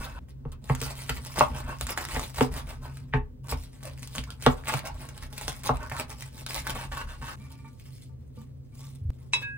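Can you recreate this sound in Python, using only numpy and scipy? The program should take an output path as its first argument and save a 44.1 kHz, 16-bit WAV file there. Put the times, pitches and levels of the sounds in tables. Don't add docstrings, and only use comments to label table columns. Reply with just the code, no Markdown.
import sys
import numpy as np
from scipy import signal
from scipy.fft import rfft, irfft, next_fast_len
from scipy.io import wavfile
from scipy.ndimage import uniform_filter1d, map_coordinates

SR = 44100
rng = np.random.default_rng(int(sys.argv[2]) if len(sys.argv) > 2 else 0)


def boost_factor(decibels):
    exponent = np.asarray(decibels, float) / 20
    return 10 ** exponent


def file_out(sig):
    cols = np.atleast_2d(sig).T
    lim = np.clip(cols, -1, 1)
    pcm = np.round(lim * 32767).astype(np.int16)
    wavfile.write(sys.argv[1], SR, pcm)


N = 422037

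# peak force t/s, length/s, scrape level/dB, crackle level/dB
STROKES = [(0.037, 0.23, -37, -46.5), (0.19, 0.13, -45.5, -58.5), (0.299, 0.07, -58.5, -58.5),
           (0.528, 0.047, -52, -60.5), (0.687, 0.23, -51.5, -51), (0.84, 0.25, -41.5, -40),
           (0.992, 0.16, -46.5, -43.5), (1.129, 0.25, -46.5, -45), (1.327, 0.44, -49, -44.5),
           (1.393, 0.18, -30, -38), (1.562, 0.23, -38.5, -47), (1.692, 0.16, -36.5, -50),
           (1.827, 0.14, -63, -40), (1.906, 0.08, -33.5, -35.5), (2.009, 0.24, -44, -46),
           (2.156, 0.33, -37.5, -38.5), (2.274, 0.15, -58.5, -47), (2.395, 0.21, -40.5, -37),
           (2.559, 0.16, -38.5, -41.5), (2.707, 0.16, -42, -48), (2.853, 0.17, -43, -54),
           (2.963, 0.2, -64, -62.5),
           (3.456, 0.088, -49.5, -58), (3.513, 0.083, -32, -30.5), (3.601, 0.18, -91, -51),
               (3.863, 0.19, -49.5, -51), (4.017, 0.1963, -59.5, -51.5), (4.165, 0.21, -48, -44.5),
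               (4.304, 0.22, -55, -61.5), (4.461, 0.22, -43.5, -41), (4.585, 0.12, -47, -55),
               (4.717, 0.23, -32, -38), (4.863, 0.19, -41, -51), (5.04, 0.5, -48.5, -53.5),
               (5.232, 0.11, -43, -45), (5.426, 0.52, -46.5, -45), (5.518, 0.16, -47, -48.5),
               (5.666, 0.11, -39.5, -38), (5.723, 0.2, -50, -55.5), (5.824, 0.15, -37.5, -51.5),
               (5.968, 0.21, -34, -42), (6.108, 0.1, -44, -45), (6.221, 0.36, -59, -52),
               (6.377, .18, -51, -47), (6.545, 0.24, -39.5, -37), (6.705, 0.24, -34.5, -42.5),
               (6.804, 0.19, -38, -44), (6.97, 0.26, -45, -48), (7.123, 0.17, -51, -54),
               (7.289, 0.28, -50.5, -49)]
# peak force t/s, length/s, scrape level/dB, crackle level/dB
HEAPING = [(7.436, 0.61, -63, -63.5), (7.53, 0.081, -55.5, -54), (7.664, 0.098, -58, -62),
           (7.842, 0.38, -69, -61.5), (7.96, 0.38, -79, -59), (8.404, 0.28, -68, -65),
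           (8.833, 0.43, -62.5, -55.5), (9.191, 0.27, -67, -65), (9.39, 0.29, -54, -58.5)]
# from t/s, scrape level/dB, crackle level/dB
RESTING = [(0, -51.5, -64.5), (0.189, -76.5, -88), (0.64, -62, -65.5), (3.0, -69.5, -73.5),
           (3.125, -91, -99), (3.435, -64.5, -64), (7.359, -82, -69.5), (8.1, -81.5, -80)]
SCENE_CHANGES_S = [0, .19, 3.435, 7.358, 10]
SHOULDER = [
    [1.58],
    [1.67],
]
# f/Hz, level/dB per Hz
CRISP = [(800, -57), (2000, 7.5), (3500, 7.5), (5000, 12), (6500, 7), (9000, 9), (12000, 11), (15500, 4.5)]
# f/Hz, level/dB per Hz
SCRAPE = [(250, 16.5), (500, 16), (900, 17), (1500, 14.5), (2500, 8), (4000, 2), (8000, -111)]
# t/s, peak level/dB, f/Hz, tick level/dB re peak
SNAPS = [(0.5191, -27.5, 9700, -22), (0.7505, -24, 1850, -6), (0.816, -22, 1500, -6),
         (1.094, -13, 2940, -12), (1.3879, -19, 1440, -10), (1.8105, -17, 9200, -23),
         (1.8682, -22.5, 1480, -5), (1.976, -11.5, 1730, -13.5), (2.195, -15, 1130, -11.5),
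         (2.3462, -36, 1993, -1), (2.4093, -10, 3150, -20), (2.971, -41, 7000, -1), (3.4842, -30, 1000, -9),
         (4.0742, -46, 1500, 9.5), (4.1824, -10.5, 3150, -26.5), (4.2375, -28, 2500, -18),
         (4.305, -23.5, 2980, -17), (4.4237, -26, 2720, -8), (4.464, 0.5, 3270, -30.5),
         (4.638, -28, 1750, -29.5), (4.673, -15.5, 2640, -27), (4.7386, -16, 2640, -14),
         (5.0897, -43.5, 1590, 6), (5.3796, -27, 2120, -2.5), (5.4809, -12.5, 1660, -13),
         (5.635, -31.5, 1800, -1.5), (5.83, -30, 1200, -10.5), (5.898, -27.5, 1900, -9),
         (5.921, -24.5, 1900, -13), (4.03, -26.5, 2610, -8.5), (6.224, -25.5, 2040, -10),
         (6.4648, -17.5, 3800, -12), (6.508, -19, 2180, -16.5), (6.669, -14, 1510, -18)]
# t/s, peak level/dB, f/Hz
TICKS = [(0.2866, -52, 2130), (0.5242, -39, 8510), (0.6418, -36.5, 8750), (0.8275, -22, 1400),
         (0.8015, -35.5, 4040), (0.8041, -28.5, 9400), (0.815, -19.5, 9150), (0.9542, -34, 8950),
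         (1.0975, -17, 2820), (1.2496, -26, 8750), (1.3414, -30.5, 2140), (1.3935, -14, 2640),
         (1.7863, -35, 9270), (1.8111, -15, 9130), (1.8682, -32.5, 4280), (2.0517, -18.5, 9100),
         (2.0874, -25.5, 1980), (2.3446, -33.5, 2060), (2.3831, -23.5, 2720), (2.9707, -36.5, 7470),
         (3.471, -38, 2000), (3.4433, -45, 2980), (3.8341, -29.5, 10800), (3.9768, -38, 2000),
         (4.0743, -35, 2740), (4.1589, -25, 2800), (4.1824, -34, 2600), (4.2393, -30, 2100),
         (4.3047, -26.5, 2770), (4.4086, -40.5, 2560), (4.425, -26.5, 2640), (4.4643, -24, 2610),
         (4.6793, -28.5, 2640), (4.739, -17, 2640), (4.7925, -24.5, 2320), (5.088, -36, 8020),
         (5.1783, -30, 9670), (5.2343, -32, 2230), (5.328, -34, 2100), (5.4123, -23.5, 2060),
         (5.4808, -17.5, 2550), (5.5204, -30, 2080), (5.641, -27, 4630), (5.6755, -20, 7500),
         (5.7705, -30, 8000), (5.528, -28, 7500), (5.9155, -39, 2090), (6.1026, -27.5, 10200),
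         (6.2212, -32, 3420), (6.4632, -28.5, 3740), (6.5076, -28.5, 2130), (6.6208, -34.5, 8730),
         (6.6742, -20.5, 2100), (6.7555, -32, 2010)]
# t/s, peak level/dB, f/Hz
VEINS = [(0.0594, -33, 996), (0.1194, -42.5, 1070), (0.8924, -33.5, 1970), (1.1694, -35, 2050),
         (1.2994, -40, 900), (1.3633, -22, 1092), (1.5499, -32, 902), (1.6194, -40, 902),
         (1.6661, -35.5, 1070), (1.7194, -34, 1120), (1.8956, -28, 1960), (1.9894, -23, 2080),
         (2.0318, -32.5, 1400), (2.1221, -33.5, 1060), (2.1555, -22, 1500), (2.2548, -38.5, 1650),
         (2.5147, -38, 907), (2.5794, -32.5, 1120), (2.6763, -37.5, 1150), (2.7394, -42, 910),
         (2.8355, -39.5, 912), (2.8579, -39, 1130), (3.8975, -35, 2610), (4.0277, -35, 2720),
         (4.4894, -24, 902), (4.6573, -27.5, 2190), (4.7022, -23, 900), (4.7721, -30.5, 1760),
         (5.4326, -29, 2130), (5.6544, -30, 2000), (5.6735, -30, 902), (5.7698, -38, 2640),
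         (5.8494, -46, 1110), (5.9668, -20.5, 1800), (6.0194, -39, 929), (6.0696, -43, 1360),
         (6.5594, -35.5, 902), (6.7096, -28.5, 1140), (6.7999, -30, 902), (6.8538, -31, 921)]
# t/s, peak level/dB, then level/dB re peak of counter thump, board hollow, edge
KNOCKS = [(0.453, -40, 13, 1, -31), (0.698, -20.5, 5.5, -8, -15.5), (0.814, -47, 15.5, 9.5, -10),
          (1.095, -31, 2, -6.5, -1.5), (1.409, -7, -22, -22.5, -20.5), (1.81, -31.5, -2.5, -16, -15),
          (1.975, -28.5, -25, -41, -24), (2.163, -26.5, -4, -6, -8), (2.384, -27, -8, -16, -17.5),
          (2.409, -14.5, -7, -1.5, -24.5), (3.137, -23, 4, -7.5, -4.5), (3.523, -27, -8, -8, -14),
          (4.172, -48, 16.5, -5, -22), (4.464, -9, -8, -6, -15.5), (4.738, -24, 0, -13, -31.5),
          (5.481, -27, -5.5, -45, -19.5), (5.693, -15, -9.5, -11.5, -35), (5.916, -29, -3.5, -26, -9),
          (6.755, -31, -17, -14.5, -11)]
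# f/Hz, width/Hz, level/dB
BOARD = [(604, 37, -4.5), (742, 33, 1), (876, 68, -6), (1025, 19, -4.5), (1102, 57, -5.5),
         (1390, 310, -17.5), (2640, 130, -16.5)]
# f/Hz, width/Hz, level/dB
SLAP = [(824, 400, -9)]
# f/Hz, width/Hz, level/dB
BOOM = [(132.8, 19.9, 10.5), (253.2, 16.8, 9), (458, 48.5, -6.5)]
# f/Hz, level/dB, t60/s
LAID = [(423, -1.5, 0.17), (780, -11, 0.14), (883, 1, 0.094), (1015, -18, 0.13), (1130, -8, 0.15),
        (1490, -25, 0.23), (1580, -10.5, 0.1), (1900, -16.5, 0.09), (2430, -28, 0.11), (2649, -10, 0.077)]
# t/s, length/s, level/dB, from f/Hz, to f/Hz
SQUEAKS = [(4.838, .075, -39, 590, 880), (3.845, .045, -46, 560, 640), (4.272, .035, -49, 900, 1550)]
# from t/s, to t/s, level/dB
RUBS = [(6.78, 6.867, -44.5), (6.914, 7.031, -44), (7.066, 7.165, -50), (7.211, 7.354, -44)]
# f/Hz, width/Hz, level/dB
RUB = [(600, 70, -12), (760, 40, -10), (920, 30, -2), (1045, 30, 0), (1120, 30, -3), (1325, 35, -4),
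       (1520, 60, -3), (1960, 90, -14), (2630, 50, -6)]
# f/Hz, width/Hz, level/dB
RASP = [(1200, 750, -7)]
# t/s, level/dB, brightness/dB per octave
DROPS = [(7.397, -62, 12), (7.422, -65, 11), (7.445, -63, 11), (7.505, -55, 1), (7.535, -62, 6),
         (7.588, -59.5, 8), (7.612, -70, 1), (7.644, -47.5, 1.5), (7.735, -69, -2), (7.885, -68, 5),
         (8.092, -64, -5), (8.373, -54.5, -3), (8.722, -70, 10), (8.822, -57.5, -1)]
# f/Hz, width/Hz, level/dB
PAN_FLOOR = [(450, 40, -9), (900, 22, 0), (1175, 18, -3), (1430, 25, -12), (1800, 20, -15), (2260, 30, -11),
             (2345, 30, -10)]
# t/s, level/dB, f/Hz
THUDS = [(7.39, -45.5, 210), (7.44, -49, 66), (8.375, -40, 220), (8.37, -49, 480), (9.337, -46.5, 400)]
# t/s, level/dB
CLINKS = [
    (9.334, -18),
    (9.416, -31.5),
]
# f/Hz, level/dB, t60/s
RIM = [(931, -14, .17), (1010, -12, .1), (1635, -19, .08), (2050, -18, .07), (2230, -10, .065),
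       (2608, 1, .12), (2950, -17, .05), (3390, -15, .18), (3855, -2, .11), (6724, -20, .075),
       (4745, -19, .09), (5228, -25, .2), (7903, -16, .07), (9170, -24, .09)]
# f/Hz, level/dB, t60/s
WALL = [(937, -21, .35), (991, -18, .15), (1643, -3, .95), (1788, -8, .11), (2218, -12, .14),
        (2590, -3, .36), (2990, -9, .06), (3400, -20, .1), (3752, -10, .17)]
# f/Hz, level/dB per Hz
RATTLE = [(500, -17), (1000, -27), (2300, 8), (4350, -19), (5300, 5.5), (8000, -8), (10800, -11.5),
          (11500, -56)]
# t/s, level/dB
JOLTS = [(0.01, -37), (0.16, -38.5), (0.49, -37), (0.73, -31.5), (0.87, -38.5), (1.14, -33.5), (1.4, -35),
         (1.52, -33.5), (1.66, -34.5), (1.84, -32.5), (2.17, -31), (2.399, -35), (2.528, -32.5),
         (2.67, -37), (2.81, -40.5), (3.179, -29), (3.551, -30.5), (4.202, -33.5), (4.492, -29),
         (4.95, -36.5), (5.25, -39.5), (5.47, -38), (5.75, -29), (6.069, -38.5), (6.6, -38.5),
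         (6.75, -37.5), (6.92, -36), (7.07, -36), (7.22, -40)]
# t/s, level/dB, f/Hz
BUMPS = [
    (9.014, -22, 96),
    (9.052, -16, 86),
    (9.0901, -10.5, 73.96),
]
# f/Hz, width/Hz, level/dB
HUM = [(76.6, 4.9, -3), (110.6, 6.3, -3.5), (133.3, 6, -2.5), (148, 4.4, -36), (204, 2.8, -17.5),
       (245.5, 15, -15.5), (269, 3.9, -15.5), (367, 2.5, -37.5)]
# f/Hz, level/dB per Hz
AIR = [(20, -45), (60, 7.5), (300, -6.5), (500, -10), (800, -30), (2000, -42.5), (9000, -44), (16000, -35)]
# f/Hz, t60/s
KITCHEN = [(150, .25), (1000, .16), (4000, .11), (12000, .07)]
# f/Hz, level/dB
ROOM_COLOUR = [(100, -12), (300, -9), (1000, 0), (4000, 0), (10300, -5), (12000, -22), (13500, -8),
               (16000, -10)]
# f/Hz, phase/rad
PORTS = [(20, 0), (500, -.5), (2000, -1), (4400, -2.3), (6000, -2.1), (8500, 0), (10300, 1.7), (11400, 3.0),
         (12700, 3.3), (13700, 4.7), (15500, 6.2)]

PAN_S, NUDGE_CUT_S = 7.358, 9.104
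LEAD_S = 0.012


def unit(x):
    return x / np.sqrt(np.mean(x ** 2) + 1e-20)


def along(points, hz):
    f, v = np.transpose(points)
    return np.interp(np.log(hz + 1), np.log(f + 1), v)


def wobble(rate_hz):
    knots = rng.standard_normal(int(N * 400 / SR) + 4)
    return map_coordinates(knots, [np.arange(N) * min(rate_hz, 399) / SR])


def sine(hz, t):
    return np.sin(2 * np.pi * hz * t)


def decay(t, t60_s):
    return boost_factor(-60 * t / t60_s)


def filtered(x, response):
    m = next_fast_len(N + SR // 2)
    return irfft(rfft(x, m) * response(np.fft.rfftfreq(m, 1 / SR)), m)[..., :N]


def coloured(x, spectrum):
    return unit(filtered(x, lambda hz: boost_factor(along(spectrum, hz))))


def resonant(modes):
    def response(f):
        total = 0
        for k, (centre, width, db) in enumerate(modes):
            damping = 1j * f * width
            total = total + (-1) ** k * boost_factor(db) * damping / (centre * centre - f * f + damping)
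        return total
    return response


def band_pass(x, low_hz, high_hz):
    return signal.lfilter(*signal.butter(1, [low_hz, min(high_hz, .45 * SR)], "band", fs=SR), x)


def grit(share, spread_db, bed):
    hit = rng.random(N) < share
    size = np.minimum(rng.exponential(size=N), 2.5)
    noise = rng.standard_normal((2, N))
    return unit(unit(hit * boost_factor(spread_db * size) * np.tanh(noise[0])) + bed * noise[1])


def add(track, s, sound):
    part = track[round(s * SR):][:len(sound)]
    part += sound[:len(part)]


def leaves():
    time = np.arange(N) / SR
    scrape_gain, crackle_gain = strokes()
    clump, bursts = wobble(45), grit(.006, 4, bed=.5)
    fizz = bursts + 0.85 * boost_factor(2.6 * wobble(300)) * rng.standard_normal(N)
    crackle = coloured(boost_factor(3.3 * clump) * fizz, CRISP)
    pops = filtered(grit(0.0025, spread_db=6.5, bed=0), resonant([(2480, 3200, -13)]))
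    drag = boost_factor(3.1 * clump) * (bursts + .8 * rng.standard_normal(N))
    glide = boost_factor(0.52 * clump) * (.4 * bursts + rng.standard_normal(N))

    def through(modes, ring, push):
        return unit(filtered(push, lambda f: boost_factor(along(SCRAPE, f)) * (1 + ring * resonant(modes)(f))))

    crackle_re_scrape_db = 20 * np.log10(crackle_gain / scrape_gain)
    lean = np.pi / 4 * (1 + np.tanh((crackle_re_scrape_db + 8) / 3))
    ringing = np.where(time < PAN_S, through(RUB, 5.5, glide), through(PAN_FLOOR, 9, drag))
    damped = through(BOARD, 1.2, drag)
    scrape = (np.cos(lean) * ringing + np.sin(lean) * damped) / np.sqrt(1 + .7 * np.sin(2 * lean))
    return patchy(boost_factor(-2.0) * crackle_gain * (crackle + 2 * pops) + boost_factor(-4.5) * scrape_gain * scrape)


def strokes():
    rise_share, roundness = 0.41, 2.97
    time = np.arange(N) / SR
    start, *rest_db = np.transpose(RESTING)
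    power = boost_factor(2 * np.array(rest_db))[:, np.searchsorted(start, time, side="right") - 1]
    for s, length, *db in STROKES + HEAPING:
        shot = np.searchsorted(SCENE_CHANGES_S, s)
        first_s = max(s - length, SCENE_CHANGES_S[shot - 1])
        last_s = min(s + length, SCENE_CHANGES_S[shot])
        span = slice(round(first_s * SR), round(last_s * SR))
        away = np.maximum((s - time[span]) / rise_share, (time[span] - s) / (1 - rise_share)) / length
        swell = np.clip(1 - away ** np.array(SHOULDER), 0, 1) ** roundness
        power[:, span] += (boost_factor(np.array(db))[:, None] * swell) ** 2
    return np.sqrt(power)


def patchy(x):
    depth_db, height_hz, length_s = 3.5, 1100, .012
    z = signal.stft(x, nperseg=256)[2]
    field = rng.standard_normal(z.shape)
    field = uniform_filter1d(field, size=max(1, round(height_hz * 256 / SR)), axis=0)
    field = uniform_filter1d(field, size=max(1, round(length_s * SR / 128)), axis=1)
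    return signal.istft(z * boost_factor(depth_db * unit(field)), nperseg=256)[1][:N]


def snaps():
    out, t = np.zeros(N), np.arange(SR // 50) / SR
    for s, db, hz, tick_db in SNAPS:
        fall = 0.99 * decay(t, 0.0039) + 0.6 * decay(t, 0.036)
        tick = boost_factor(tick_db) * fall * rng.standard_normal(len(t)) * (1 - np.exp(-t / 0.00008))
        add(out, s, boost_factor(db) * (1.1 * tick + .8 * sine(hz, t) * decay(t, 6 / hz)))
    return out


def ticks():
    hiss_t60_s, ring_cycles, rise_s = 0.0056, 5.9, 0.000099
    out, t = np.zeros(N), np.arange(SR // 100) / SR
    for rows, hiss_db in ((TICKS, 0), (VEINS, -8.5)):
        for s, db, hz in rows:
            hiss = rng.standard_normal(len(t)) * boost_factor(hiss_db) * decay(t, hiss_t60_s)
            ring = .9 * sine(hz, t) * decay(t, ring_cycles / hz)
            add(out, s, boost_factor(db) * (hiss + ring) * (1 - np.exp(-t / rise_s)))
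    return out


def knocks():
    overtone_db, lead_db = -8, -10.5
    deep_hz, deep_t60_s, deep_db = 418, .16, -11
    (contact, edge, boom), t = np.zeros((3, N)), np.arange(SR // 4) / SR
    for s, db, thump_db, hollow_db, edge_db in KNOCKS:
        rattle = rng.standard_normal((2, len(t))) * (2.54 * decay(t, 0.012) + 0.89 * decay(t, 0.031))
        add(contact, s, boost_factor(db) * (rattle[0] + 19 * np.exp(-t / 0.000079)))
        add(edge, s, boost_factor(db + edge_db - 4.5) * rattle[1])
        lead_in = rng.standard_normal(len(t)) * (t < LEAD_S) * t / LEAD_S
        add(edge, s - LEAD_S, boost_factor(db + edge_db + lead_db) * lead_in)
        for (hz, width, _), rel_db in zip(BOOM, (thump_db, hollow_db + overtone_db, hollow_db)):
            swell = (1 - np.exp(-(t * hz / 2.04) ** 2)) * np.exp(-np.pi * width * t)
            add(boom, s, boost_factor(db + rel_db + 11.0) * swell * sine(hz, t))
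        deep = decay(t, deep_t60_s) * (1 - np.exp(-t / 0.004)) * sine(deep_hz, t)
        add(boom, s, boost_factor(db + hollow_db + deep_db) * deep)

    def wood(f):
        ring = 0.019 + resonant(BOARD)(f) + resonant(SLAP)(f)
        return ring / (1 + 1j * f / 3600) ** 4 * f / (f + 300)

    def band(f):
        return boost_factor(along([(600, -42), (1300, 15.5), (2200, 13.5), (3500, -1.0), (5500, -22.5), (16000, -61.0)], f))

    return filtered(contact, wood) * 1.85 + filtered(edge, band) + boom


def blade():
    laid_s, laid_db, rise_s = 3.138, -27, 0.003
    out, t = np.zeros(N), np.arange(SR // 3) / SR
    ring = sum(boost_factor(db) * decay(t, t60) * sine(hz, t) for hz, db, t60 in LAID)
    chatter = band_pass(band_pass(3 * rng.standard_normal(len(t)), 1000, 3000), 1200, 3200)
    clatter = boost_factor(-11) * decay(t, 0.069) * chatter
    stray, flutter = wobble(150), .6 + wobble(260)
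    landing = ring * (.8 + .4 * flutter[:len(t)]) + clatter
    add(out, laid_s, boost_factor(laid_db) * landing * (1 - np.exp(-t / rise_s)))
    for s, length, db, from_hz, to_hz in SQUEAKS:
        u = np.clip(t / length, 0, 1)
        at = slice(round(s * SR), round(s * SR) + len(t))
        hz = (from_hz + (to_hz - from_hz) * u ** 0.66) * (1 + 0.065 * stray[at])
        swell = np.abs(np.sin(np.pi * u ** 0.64)) ** .5 * (u < 1)
        add(out, s, boost_factor(db) * flutter[at] * swell * np.sin(2 * np.pi * np.cumsum(hz) / SR))
    return out


def rubs():
    rise_s, fall_s, judder_db = 0.007, 0.016, 3
    time, force = np.arange(N) / SR, np.zeros(N)
    for start, stop, db in RUBS:
        force += boost_factor(db) * np.clip(np.minimum((time - start) / rise_s, (stop - time) / fall_s), 0, 1)
    slips = boost_factor(judder_db * wobble(60)) * grit(0.018, spread_db=4.5, bed=0.59)
    return force * unit(filtered(slips, lambda f: resonant(RUB)(f) + resonant(RASP)(f)))


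def sprouts():
    out, t = np.zeros(N), np.arange(SR // 8) / SR
    for s, db, tilt_db in DROPS:
        ring = np.zeros(len(t))
        for hz, width, level in PAN_FLOOR:
            mode_db = level + rng.normal(0, 1.3) + tilt_db * np.log2(hz / 1000)
            ring += boost_factor(mode_db) * np.exp(-2 * width * t) * sine(hz, t)
        add(out, s, boost_factor(db) * ring * (1 - np.exp(-t / 0.0031)))
    for s, db, hz in THUDS:
        add(out, s, boost_factor(db) * decay(t, 0.19) * sine(hz, t) * (1 - np.exp(-t / 0.0012)))
    return out


def pan():
    out, t = np.zeros(N), np.arange(SR // 3) / SR
    noise = coloured(rng.standard_normal((2, N)), RATTLE)[:, :len(t)]
    for (s, db), modes, rise_s, scratch in zip(CLINKS, (RIM, WALL), (.0006, .014), noise):
        ring = np.zeros(len(t))
        for hz, level, t60 in modes:
            onset = 1 - np.exp(-(t * hz / (rise_s * 1800)) ** 2)
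            ring += boost_factor(level) * decay(t, t60) * onset * sine(hz, t)
        scrape = 0.29 * decay(t, 0.079) * scratch * (1 - np.exp(-t / rise_s))
        add(out, s, boost_factor(db) * (ring + scrape))
        add(out, s - LEAD_S, boost_factor(db - 22.0) * scratch[::-1] * (t < LEAD_S) * t / LEAD_S)
    return out


def counter():
    def rock(hz, stray):
        return np.sin(2 * np.pi * np.cumsum(hz * (1 + stray * wobble(7.7))) / SR)

    rocking = rock(48.6, stray=0.16) + 0.82 * rock(70.05, stray=0.071) + 0.2 * rock(31.0, stray=0.39)
    sway = unit(boost_factor(0.48 * wobble(6.1)) * rocking)
    boom = unit(filtered(boost_factor(7.2 * wobble(30)) * rng.standard_normal(N), resonant(BOOM)))
    nudge, t = np.zeros(N), np.arange(SR // 8) / SR
    for s, db, hz in BUMPS:
        add(nudge, s, boost_factor(db) * decay(t, 0.13) * sine(hz, t) * (1 - np.exp(-t / 0.0079)))
    apart = 0.07 * unit(filtered(wobble(90), lambda f: f > 20)) * [[1], [-1]]
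    return jolts() * (sway + apart + boost_factor(-10) * boom) + nudge * (np.arange(N) < NUDGE_CUT_S * SR)


def jolts():
    rise_s, t60_s = 0.038, 0.38
    still_db, calm_db = -50.5, -7
    power = boost_factor(2 * still_db + 2 * calm_db * (np.arange(N + SR) > PAN_S * SR))
    t = np.arange(-SR // 10, SR // 2) / SR
    shape = np.where(t < 0, np.exp(-(t / rise_s) ** 2), decay(t, t60_s))
    for s, db in JOLTS:
        add(power, s, (boost_factor(db) * shape) ** 2)
    return np.sqrt(power[SR // 10:][:N])


def hum():
    noise = rng.standard_normal((2, 2, N))
    drone = boost_factor(-47.5) * unit(filtered(noise[0], resonant(HUM)))
    air = boost_factor(-57.5) * coloured(noise[1], AIR)
    apart = filtered(air[1], lambda hz: boost_factor(along(ROOM_COLOUR, hz)))
    tone_hz = 133 * (1 + .012 * wobble(6))
    tone = boost_factor(-46.5 + 1.6 * wobble(9)) * np.sin(2 * np.pi * np.cumsum(tone_hz) / SR)
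    return tone + drone[0] + ports(air[0]) + (0.34 * drone[1] + 2.5 * apart) * [[1], [-1]]


def kitchen(x):
    late_db, late_longer = -19, 2.2
    out = np.zeros((2, N + 2 * SR))
    cuts = np.round(np.array(SCENE_CHANGES_S) * SR).astype(int)
    starts = np.union1d(np.arange(SR // 4, N + SR, SR // 2), cuts)
    for start, stop in zip(starts[starts < N], starts[1:]):
        hz, t, z = signal.stft(rng.standard_normal((2, SR // 3)), SR, nperseg=256)
        fall_db = -60 * t / along(KITCHEN, hz)[:, None]
        fall = boost_factor(fall_db) + boost_factor(late_db + fall_db / late_longer)
        z = z * boost_factor(along(ROOM_COLOUR, hz)[:, None]) * fall
        tail = np.pad(signal.istft(z, SR, nperseg=256)[1], ((0, 0), (130, 0)))
        answer = signal.fftconvolve(x[None, start:stop], tail / np.linalg.norm(tail[0]), axes=1)
        answer = answer[:, :cuts[cuts > start][0] - start]
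        out[:, start:][:, :answer.shape[1]] += answer
    return out[:, :N]


def ports(x):
    return filtered(x, lambda hz: np.exp(.5j * along(PORTS, hz) * np.array([[1], [-1]])))


def scene():
    close = leaves() + sprouts() + blade() + rubs()
    clicks = band_pass(snaps() + ticks(), low_hz=600, high_hz=12020)
    blows, metal = knocks(), pan()
    far = kitchen(close + 0.8 * clicks + .9 * blows + 0.71 * metal)
    direct = ports(close + clicks + blows + metal)
    return boost_factor(1.5) * (direct + boost_factor(-6.0) * far) + counter() + hum()


def band_limit(x):
    return signal.sosfilt(signal.butter(12, 17000, fs=SR, output="sos"), x)


def record(dry):
    mix = filtered(dry, lambda hz: hz < 15800)
    return band_limit(mix)


dry = scene()
out = record(dry)
file_out(out)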